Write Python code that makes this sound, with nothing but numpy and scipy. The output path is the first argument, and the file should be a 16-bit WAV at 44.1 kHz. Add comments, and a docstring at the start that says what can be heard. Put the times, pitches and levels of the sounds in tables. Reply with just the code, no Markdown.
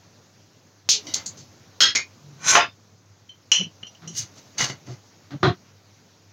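"""Jar and knife in a kitchen

In a small hard kitchen a lid is twisted off a glass jar and dropped on the stone counter; a knife
slides off the counter and works in the jar; a cupboard door is bumped. Blows drive resonances and a
short-cut room echo; strokes drive them with gritty noise. Low thuds, a fridge hum and faint hiss."""
import sys
import numpy as np
from scipy import signal
from scipy.fft import rfft, irfft
from scipy.io import wavfile
from scipy.ndimage import uniform_filter1d, map_coordinates

SR = 44100
rng = np.random.default_rng(int(sys.argv[2]) if len(sys.argv) > 2 else 0)


def unload_wav(signal):
    """Save mono or channel-first audio to the path in sys.argv[1] as 16-bit WAV at rate SR, clipped to [-1, 1]."""
    wavfile.write(
        sys.argv[1],
        SR,
        np.round(np.clip(np.atleast_2d(signal).T, -1, 1) * 32767).astype(np.int16),
    )


N = 278874

# Struck things: broad colour (frequency [Hz], level [dB]),
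# then resonances (frequency [Hz], width [Hz], level [dB])
THREAD = ([(200, -30), (900, -35.5), (1900, -23.5), (2400, -10), (4200, 2), (6300, 5), (12000, -7)],
           [(2116, 48, -1), (4700, 160, 7.5), (6560, 150, 10), (7250, 160, 16)])
CAP = (THREAD[0], [(2080, 60, 4.6), (3070, 54, 6.4), (3860, 49, 7.3), (4700, 52, 4.5), (6100, 170, 8)])
LID = ([(200, -30), (600, -23.5), (1100, -38.5), (2400, -20), (3700, -8.5), (6500, -11.5), (12000, -23.5)],
        [(1480, 80, -6.5), (1586, 28, -1.5), (1986, 60, -4), (3040, 43.6, -4), (3272, 41.3, 7),
        (4240, 84, -3.5), (5274, 44, 3), (6550, 63, -3.5)])
HANDLE = ([(200, -21), (900, -21), (2200, -12), (3200, -11), (5500, -7.5), (6800, -9.5), (12000, -28)],
           [(2128, 18, 3), (2280, 28, 1), (2456, 16, 2.5), (4460, 120, -3), (5500, 140, -2),
           (6580, 160, 3.5)])
BLADE = ([(200, -26.5), (800, -18.5), (1500, -4), (4500, -9), (6200, 2), (9000, -0.5), (14000, -10.5)],
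          [(1100, 12, -4), (1528, 15, -2.5), (2400, 40, -4), (4163, 80, -5.5), (5440, 26, -5.5),
          (6020, 32, 4), (6510, 120, 3), (7450, 27, 6.5), (9060, 43, 6), (10450, 52, 2)])
KNIFE_TIP = ([(2000, -27.5), (5000, -11), (9000, -26.5)], [(3600, 30, -11.5), (5000, 15, -9.5)])
COUNTER = ([(150, -41.5), (350, -15), (1100, -1.5), (2500, -3.5), (4000, -12.5), (6500, -15),
            (12000, -39.5)], [(706, 15, 1), (900, 36, -3), (1099, 32, 3), (1392, 21.4, 2), (1800, 190, -4),
            (2630, 93, -1.5)])
GLASS = ([(200, -16.5), (1000, -12.5), (2300, -13), (3000, 8.5), (3700, -28.5), (6000, -1.5), (12000, -40)],
          [(2870, 71, 2.5), (4500, 78, -13), (2913, 33, 8), (2954, 36, 6.5), (3070, 12, 9.5),
          (4130, 31, -3.5), (4186, 45, -5.5), (5840, 11, -2), (5750, 36, 4.5), (6200, 60, -13),
          (10600, 66.3, -15.5)])
JAR_WALL = ([(250, -8.5), (600, -4.5), (2000, 2), (2600, -0.5), (4500, 6), (6400, 10), (12000, -2)],
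             [(2070, 61, 0.5), (2920, 32, 3), (4630, 88, 4.5), (6300, 64, 9)])
JAR_RIM = ([(1000, -44), (3100, -2), (9000, -16)], [(3085, 27.5, 3), (4170, 25, -13), (5940, 60, -13.5)])
DOOR = ([(100, -19.5), (250, -12.5), (700, -12), (1250, -15.5), (2500, -29), (3900, -29), (7000, -47)],
         [(124, 29.4, 0.5), (294, 23, -14), (368.5, 15, 1.5), (708, 15, -5.5), (1211, 96, -7.5),
         (1790, 40, -18)])
DOOR_LATCH = ([(2600, -46), (3800, 8), (6000, -29)], [(3290, 44, 3), (3820, 64, 1), (4050, 46, -1)])

# Kinds of contact: (tick level [dB], rattle t60 [s])
CATCH, CLANK, KNOCK = (2, 0.054), (-11, 0.048), (-8, 0.1)
CLINK, BUMP, CLATTER = (-5, 0.035), (-25, 0.05), (-5.5, .06)

# Blows: (time [s], level of first 40 ms before the cut [dB], ring over thud [dB],
# tilt [dB/octave], echo [dB], time until the tail is cut [s])
THREAD_POPS = [(0.8899, -15.5, -28, -1.5, 9, 0.078)]
THREAD_TWISTS = [(1.139, -21, -5.5, 2.5, -2.5, 0.016), (1.154, -36.5, 1, -7.5, 9, 0.039),
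                 (1.261, -28.5, 3, 8.5, 0.5, 0.023), (1.372, -46.5, -3, 0, 10, 0.059)]
CAP_SLIPS = [(1.068, -40.5, 0, -1, 4.9, 0.13)]
LID_DROPS = [(1.8053, -14, -0.49, -0.6, 5.2, 0.1)]
HANDLE_KNOCKS = [(1.951, -25.5, 2, -1.9, 1.5, 0.058), (1.956, -20.5, -.3, 1, -22, 0.0072)]
COUNTER_SET_DOWNS = [(2.5525, -15, -1.5, -0.7, 2.1, 0.083), (2.569, -25.5, 1.5, -0.5, 3.2, 0.066)]
TIP_TINGS = [(2.601, -33, 14, 0.73, -6.5, 0.1)]
RIM_PINGS = [(3.2906, -46.5, 22, .3, 0.5, 0.027)]
GLASS_CLINKS = [(3.5172, -16.5, 1, 3.5, 1, 0.12), (3.83, -41, 21.5, -9, -6, 0.035),
                (3.868, -45.5, 32, 7, -4, 0.012), (3.949, -56, 1.1, 0, -3, 0.013),
                (4.076, -40, 5, 15, 0, 0.048)]
WALL_TAPS = [(4.581, -32, 3.5, 11, -10, 0.01), (4.606, -24.5, 25.5, -11.5, 3, 0.0066),
             (4.697, -36, 7.7, -8.5, 1.5, 0.015)]
DOOR_BUMPS = [(4.021, -53.5, 0.83, 5.5, 6.1, 0.12), (4.876, -39.5, 0.089, -5.5, 11, 0.033),
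              (5.306, -46.5, 2.6, 5.5, 9.2, 0.029), (5.429, -19.5, 6.5, 1.6, 4.7, 0.068)]
LATCH_CLACKS = [(5.4363, -31.5, 7.2, .3, 4, 0.056)]

# Strokes: (time of full pressure [s], level [dB], tilt [dB/octave], rise [s], hold [s])
BLADE_SLIDES = [(2.493, -12, 1, 0.093, 0.013), (2.535, -17.5, -3.5, .06, 0.031)]
WALL_STIRS = [(4.178, -24, 7.5, 0.066, 0.016), (4.219, -38, 1, .02, 0.0046),
              (4.38, -49, 1.5, 0.095, 0.0073), (4.588, -24, -1.3, 0.019, 0.058),
              (4.70, -36, -1.5, 0.2, 0.0027), (4.872, -51.5, -2.3, 0.042, 0.066)]

# Feet and body through floor and cupboards:
# (time of peak [s], nominal level [dB], centre [Hz], spread [s])
BODY_THUDS = [(0.971, -50.5, 427, 0.03), (1.086, -43.5, 307, 0.016), (1.429, -57.5, 129, 0.051),
              (2.309, -49.5, 140, 0.057), (2.46, -45.5, 150, 0.036), (3.616, -32.5, 172.4, 0.013),
              (3.665, -43.5, 164, .018), (4.089, -44.5, 166.1, 0.038), (4.21, -48, 121.5, 0.044),
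              (4.633, -37, 131.6, 0.021), (4.718, -39, 132.3, 0.017), (4.915, -40.5, 116.5, 0.027),
              (5.348, -38, 286.8, .018), (5.353, -38.5, 128, .021), (5.465, -24, 366.5, 0.014),
              (5.484, -21.5, 124, 0.026)]

# Hiss colour: (frequency [Hz], level [dB])
HISS_COLOUR = [(40, -38.5), (70, -18.5), (90, -10.5), (110, -4), (140, -5.5), (300, -10.5), (800, -16),
               (3000, -23), (6300, -17.5), (9000, -24.5), (13000, -16.5)]
# Hiss loudness: (time [s], level [dB])
HISS_LEVEL = [(0, -53.5), (.85, -56.5), (1.1, -42), (1.5, -52), (2.3, -52.5), (3.1, -58), (3.9, -53.5),
              (4.4, -50.5), (5.1, -53), (6.32, -55.5)]
# Room tail: (frequency [Hz], rise time constant [s], t60 [s])
ROOM = [(150, 0.007, 0.8), (600, 0.011, 0.17), (2500, 0.0057, 0.46), (7000, 0.0041, 0.24),
        (11000, 0.0015, 0.13)]
# Tick returns from tiles and counter: (delay [s], level [dB])
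BOUNCES = [(.0035, -3), (.013, -11.5)]
# Microphone response: (frequency [Hz], level [dB])
MIC = [(30, -29), (70, -8.5), (100, -0.5), (6700, -2), (7600, -15.5), (8300, -22), (15000, -22.5)]

STROKE_RISE_DB, STROKE_RISE_BEND, STROKE_FALL_DB_PER_S = 33.5, 1.1, 328
DULLING_PER_OCTAVE = 0.2  # dB/octave for each dB under full pressure


def gain_of(db):
    """Amplitude factor of a level in dB."""
    return 10 ** (np.asarray(db) / 20)


def evened(x):
    """Scales to unit RMS."""
    return x / np.sqrt(np.mean(x ** 2) + 1e-20)


def wander(shape, size):
    """Slow random drift of unit RMS, smoothed over size samples."""
    return evened(uniform_filter1d(rng.standard_normal(shape), size=size))


def read(points, hz):
    """Interpolates every column of a table over log frequency."""
    f, *values = np.transpose(points)
    return [np.interp(np.log(hz + 1), np.log(f + 1), v) for v in values]


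def add(mix, start_s, sound):
    """Mixes a sound in from start_s."""
    part = mix[round(start_s * SR):][:len(sound)]
    part += sound[:len(part)]


def tilted(x, slope_db_per_octave):
    """Leans the spectrum about 2 kHz; the slope may change in time."""
    hz, t, z = signal.stft(x, SR, nperseg=256)
    slope = np.interp(t * SR, np.arange(len(x)), slope_db_per_octave * np.ones(len(x)))
    octaves = np.log2(np.clip(hz, 150, 9000) / 2000)[:, None]
    return signal.istft(z * gain_of(octaves * slope), SR, nperseg=256)[1][:len(x)]


def causal(points):
    """Minimum-phase pulse of the given colour."""
    log_gain = np.log(gain_of(read(points, abs(np.fft.fftfreq(4096, 1 / SR)))[0]))
    return np.fft.ifft(np.exp(np.conj(signal.hilbert(log_gain)))).real[:2048]


def hiss():
    """Coloured noise whose level drifts in patches of time and frequency."""
    frames, hz = N // 256 + 5, np.fft.rfftfreq(1024, 1 / SR)
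    real, imag, patches = rng.standard_normal((3, len(hz), frames))
    patches = uniform_filter1d(patches, size=20, axis=0)
    patches = evened(uniform_filter1d(patches, size=8, axis=1))
    z = (real + 1j * imag) * gain_of(read(HISS_COLOUR, hz)[0][:, None] + 1.5 * patches)
    noise = evened(signal.istft(z, nperseg=1024, noverlap=768)[1][:N])
    return noise * gain_of(np.interp(np.arange(N) / SR, *np.transpose(HISS_LEVEL)))


def fridge_hum():
    """One sine near 100 Hz, wavering in level and pitch."""
    level_waver, pitch_waver = wander((2, N), 1500)
    hz = 100.2 + 2.0 * pitch_waver
    return gain_of(-62.5 + 4.6 * level_waver) * np.sin(2 * np.pi * np.cumsum(hz) / SR)


def body_thud(peak_s, db, centre_hz, spread_s):
    """Swell of one low wobbling resonance with two softer, looser overtones."""
    t = np.arange(-3 * spread_s, 4 * spread_s, 1 / SR)
    wobble = wander((4, len(t)), 400)
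    phase = 2 * np.pi * (np.cumsum(centre_hz + 14 * wobble[0]) / SR + rng.random())
    tone = (1.3 + 0.6 * wobble[1]) * np.sin(phase)
    tone += 0.3 * wobble[2] * np.sin(2.0 * phase)
    tone += 0.11 * wobble[3] * np.sin(2.9 * phase)
    swell = np.exp(-.5 * (t / spread_s / np.where(t < 0, 1.05, .85)) ** 2)
    return max(peak_s + t[0], 0), gain_of(db) * tone * swell


def echo():
    """Fresh noise tail; each band builds and dies at its own pace, the top treble fastest."""
    hz, t, z = signal.stft(rng.standard_normal(SR // 2), SR, nperseg=256)
    rise_s, t60_s = (v[:, None] for v in read(ROOM, hz))
    shape = (1 - np.exp(-t / rise_s)) * gain_of(-60 * t / t60_s)
    shape = shape / np.linalg.norm(shape, axis=1)[:, None]
    tail = signal.istft(z * shape, SR, nperseg=256)[1]
    return tail / np.linalg.norm(tail)


def response(thing, ring_db):
    """Impulse response: a broad thud plus dying sines, the ring thinned below its first resonance."""
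    colour, modes = thing
    thud, t = causal(colour), np.arange(SR // 5) / SR
    hz, width_hz, db = np.transpose(modes)[:, :, None]
    # uneven shapes split each resonance in three; narrow ones get weaker side lines
    up_hz, down_hz = 2.4 * width_hz * rng.uniform(0.38, 1.5, (2, len(modes), 1))
    sides = np.sin(2 * np.pi * (hz + up_hz) * t) - np.sin(2 * np.pi * (hz - down_hz) * t)
    waves = np.sin(2 * np.pi * hz * t) + .8 * np.minimum(width_hz / 32, 1) * sides
    decay = np.exp(-np.pi * width_hz * t)
    ring = (gain_of(db) * np.sqrt(width_hz) * decay * waves).sum(axis=0)
    highpass = signal.butter(2, 0.65 * modes[0][0], "high", fs=SR, output="sos")
    ring = signal.sosfilt(highpass, ring)
    out = gain_of(ring_db) * ring / np.linalg.norm(ring)
    add(out, 0, thud / np.linalg.norm(thud))
    return out


def contact_force(t, tick_db, rattle_t60_s, echo_db):
    """A tick, its bounces and uneven chatter, with the room's answer, spectrally evened."""
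    lumps_db = 5.0 * wander(len(t), 30)  # the contact bounces unevenly
    envelope = gain_of(lumps_db - 60 * t / rattle_t60_s) * np.minimum(t / 0.002, 1)
    chatter = rng.standard_normal(len(t)) * envelope
    force = chatter / np.linalg.norm(chatter) + gain_of(tick_db) * (t == 0)
    for delay_s, bounce_db in BOUNCES:
        add(force, delay_s, gain_of([tick_db + bounce_db]))
    answer = signal.fftconvolve(force, echo())[:len(t)]
    spectrum = rfft(force + gain_of(echo_db) * answer)
    # a hard blow drives all resonances alike
    return irfft(spectrum / uniform_filter1d(abs(spectrum), size=40), len(t))


def blow(thing, tick_db, rattle_t60_s, start_s, db, ring_db, slope_db_per_octave, echo_db, hold_s):
    """Contact force rings the thing; the tail is cut after hold_s."""
    t = np.arange(SR // 2) / SR
    force = contact_force(t, tick_db, rattle_t60_s, echo_db)
    wet = signal.fftconvolve(force, response(thing, ring_db))[:len(t)]
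    wet = tilted(wet, slope_db_per_octave)
    rock = 0.0026 * wander(len(t), 700)  # the thing rocks, so its pitch wanders
    wet = map_coordinates(wet, [np.arange(len(t)) + np.cumsum(rock)], order=3)
    knee = np.logaddexp(0, (t - hold_s) / 0.015)
    cut_db = 3.465 * knee * (1 + knee * 0.007 / 0.062)  # soft knee, then steepening
    first_40_ms = wet[:SR // 25]
    return start_s, gain_of(db - cut_db) * wet / np.sqrt(np.mean(first_40_ms ** 2) + 1e-20)


def scrape(thing, full_s, db, slope_db_per_octave, rise_s, hold_s, ring_db, grit_db):
    """Uneven grit under a stroke excites the thing; lighter pressure sounds duller."""
    t = np.arange(-.25, .35, 1 / SR)
    drop_db = STROKE_RISE_DB * np.maximum(-t / rise_s, 0) ** STROKE_RISE_BEND
    drop_db += STROKE_FALL_DB_PER_S * np.maximum(t - hold_s, 0)
    grit = rng.standard_normal(len(t)) * gain_of(grit_db * wander(len(t), 35))
    rub = signal.fftconvolve(grit, response(thing, ring_db))[:len(t)]
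    dulling = DULLING_PER_OCTAVE * np.minimum(drop_db, STROKE_RISE_DB)
    rub = tilted(rub, slope_db_per_octave - dulling)
    return full_s + t[0], rub / np.std(rub[drop_db < 6]) * gain_of(db - drop_db)


def strike(mix, thing, contact, rows):
    """Adds every blow of one table."""
    for row in rows:
        add(mix, *blow(thing, *contact, *row))


def cupboard(mix):
    """Damped low door panel bumps and a bright latch clack."""
    strike(mix, DOOR, BUMP, DOOR_BUMPS)
    strike(mix, DOOR_LATCH, CLINK, LATCH_CLACKS)


def lid(mix):
    """Thread catches and clanks, the cap slips, the lid clatters down."""
    strike(mix, THREAD, CATCH, THREAD_POPS)
    strike(mix, THREAD, CLANK, THREAD_TWISTS)
    strike(mix, CAP, CLANK, CAP_SLIPS)
    strike(mix, LID, CLATTER, LID_DROPS)


def knife_and_jar(mix):
    """Handle, counter, tip and glass ring under blows; blade and jar wall rub under strokes."""
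    strike(mix, HANDLE, KNOCK, HANDLE_KNOCKS)
    strike(mix, COUNTER, CLATTER, COUNTER_SET_DOWNS)
    strike(mix, KNIFE_TIP, CLINK, TIP_TINGS)
    strike(mix, JAR_RIM, CLANK, RIM_PINGS)
    strike(mix, GLASS, CLINK, GLASS_CLINKS)
    strike(mix, JAR_WALL, CLINK, WALL_TAPS)
    for row in BLADE_SLIDES:
        add(mix, *scrape(BLADE, *row, ring_db=1.0, grit_db=3.0))
    for row in WALL_STIRS:
        add(mix, *scrape(JAR_WALL, *row, ring_db=-11, grit_db=2.5))


def scene():
    """Sums background, thuds and struck things into one channel."""
    mix = hiss() + fridge_hum()
    for row in BODY_THUDS:
        add(mix, *body_thud(*row))
    cupboard(mix)
    lid(mix)
    knife_and_jar(mix)
    return mix[None]


def record(dry):
    """Small microphone, dull above 7 kHz and thin in the bass; soft overload; 16 kHz band limit."""
    x = signal.oaconvolve(dry, causal(MIC)[None])[:, :N]
    x = 1.66 * x / (1 + (1.75 * x) ** 4) ** .25
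    lowpass = signal.firwin(511, 16000, window=("kaiser", 9), fs=SR)
    return signal.oaconvolve(x, lowpass[None], "same")


dry = scene()
out = record(dry)
unload_wav(out)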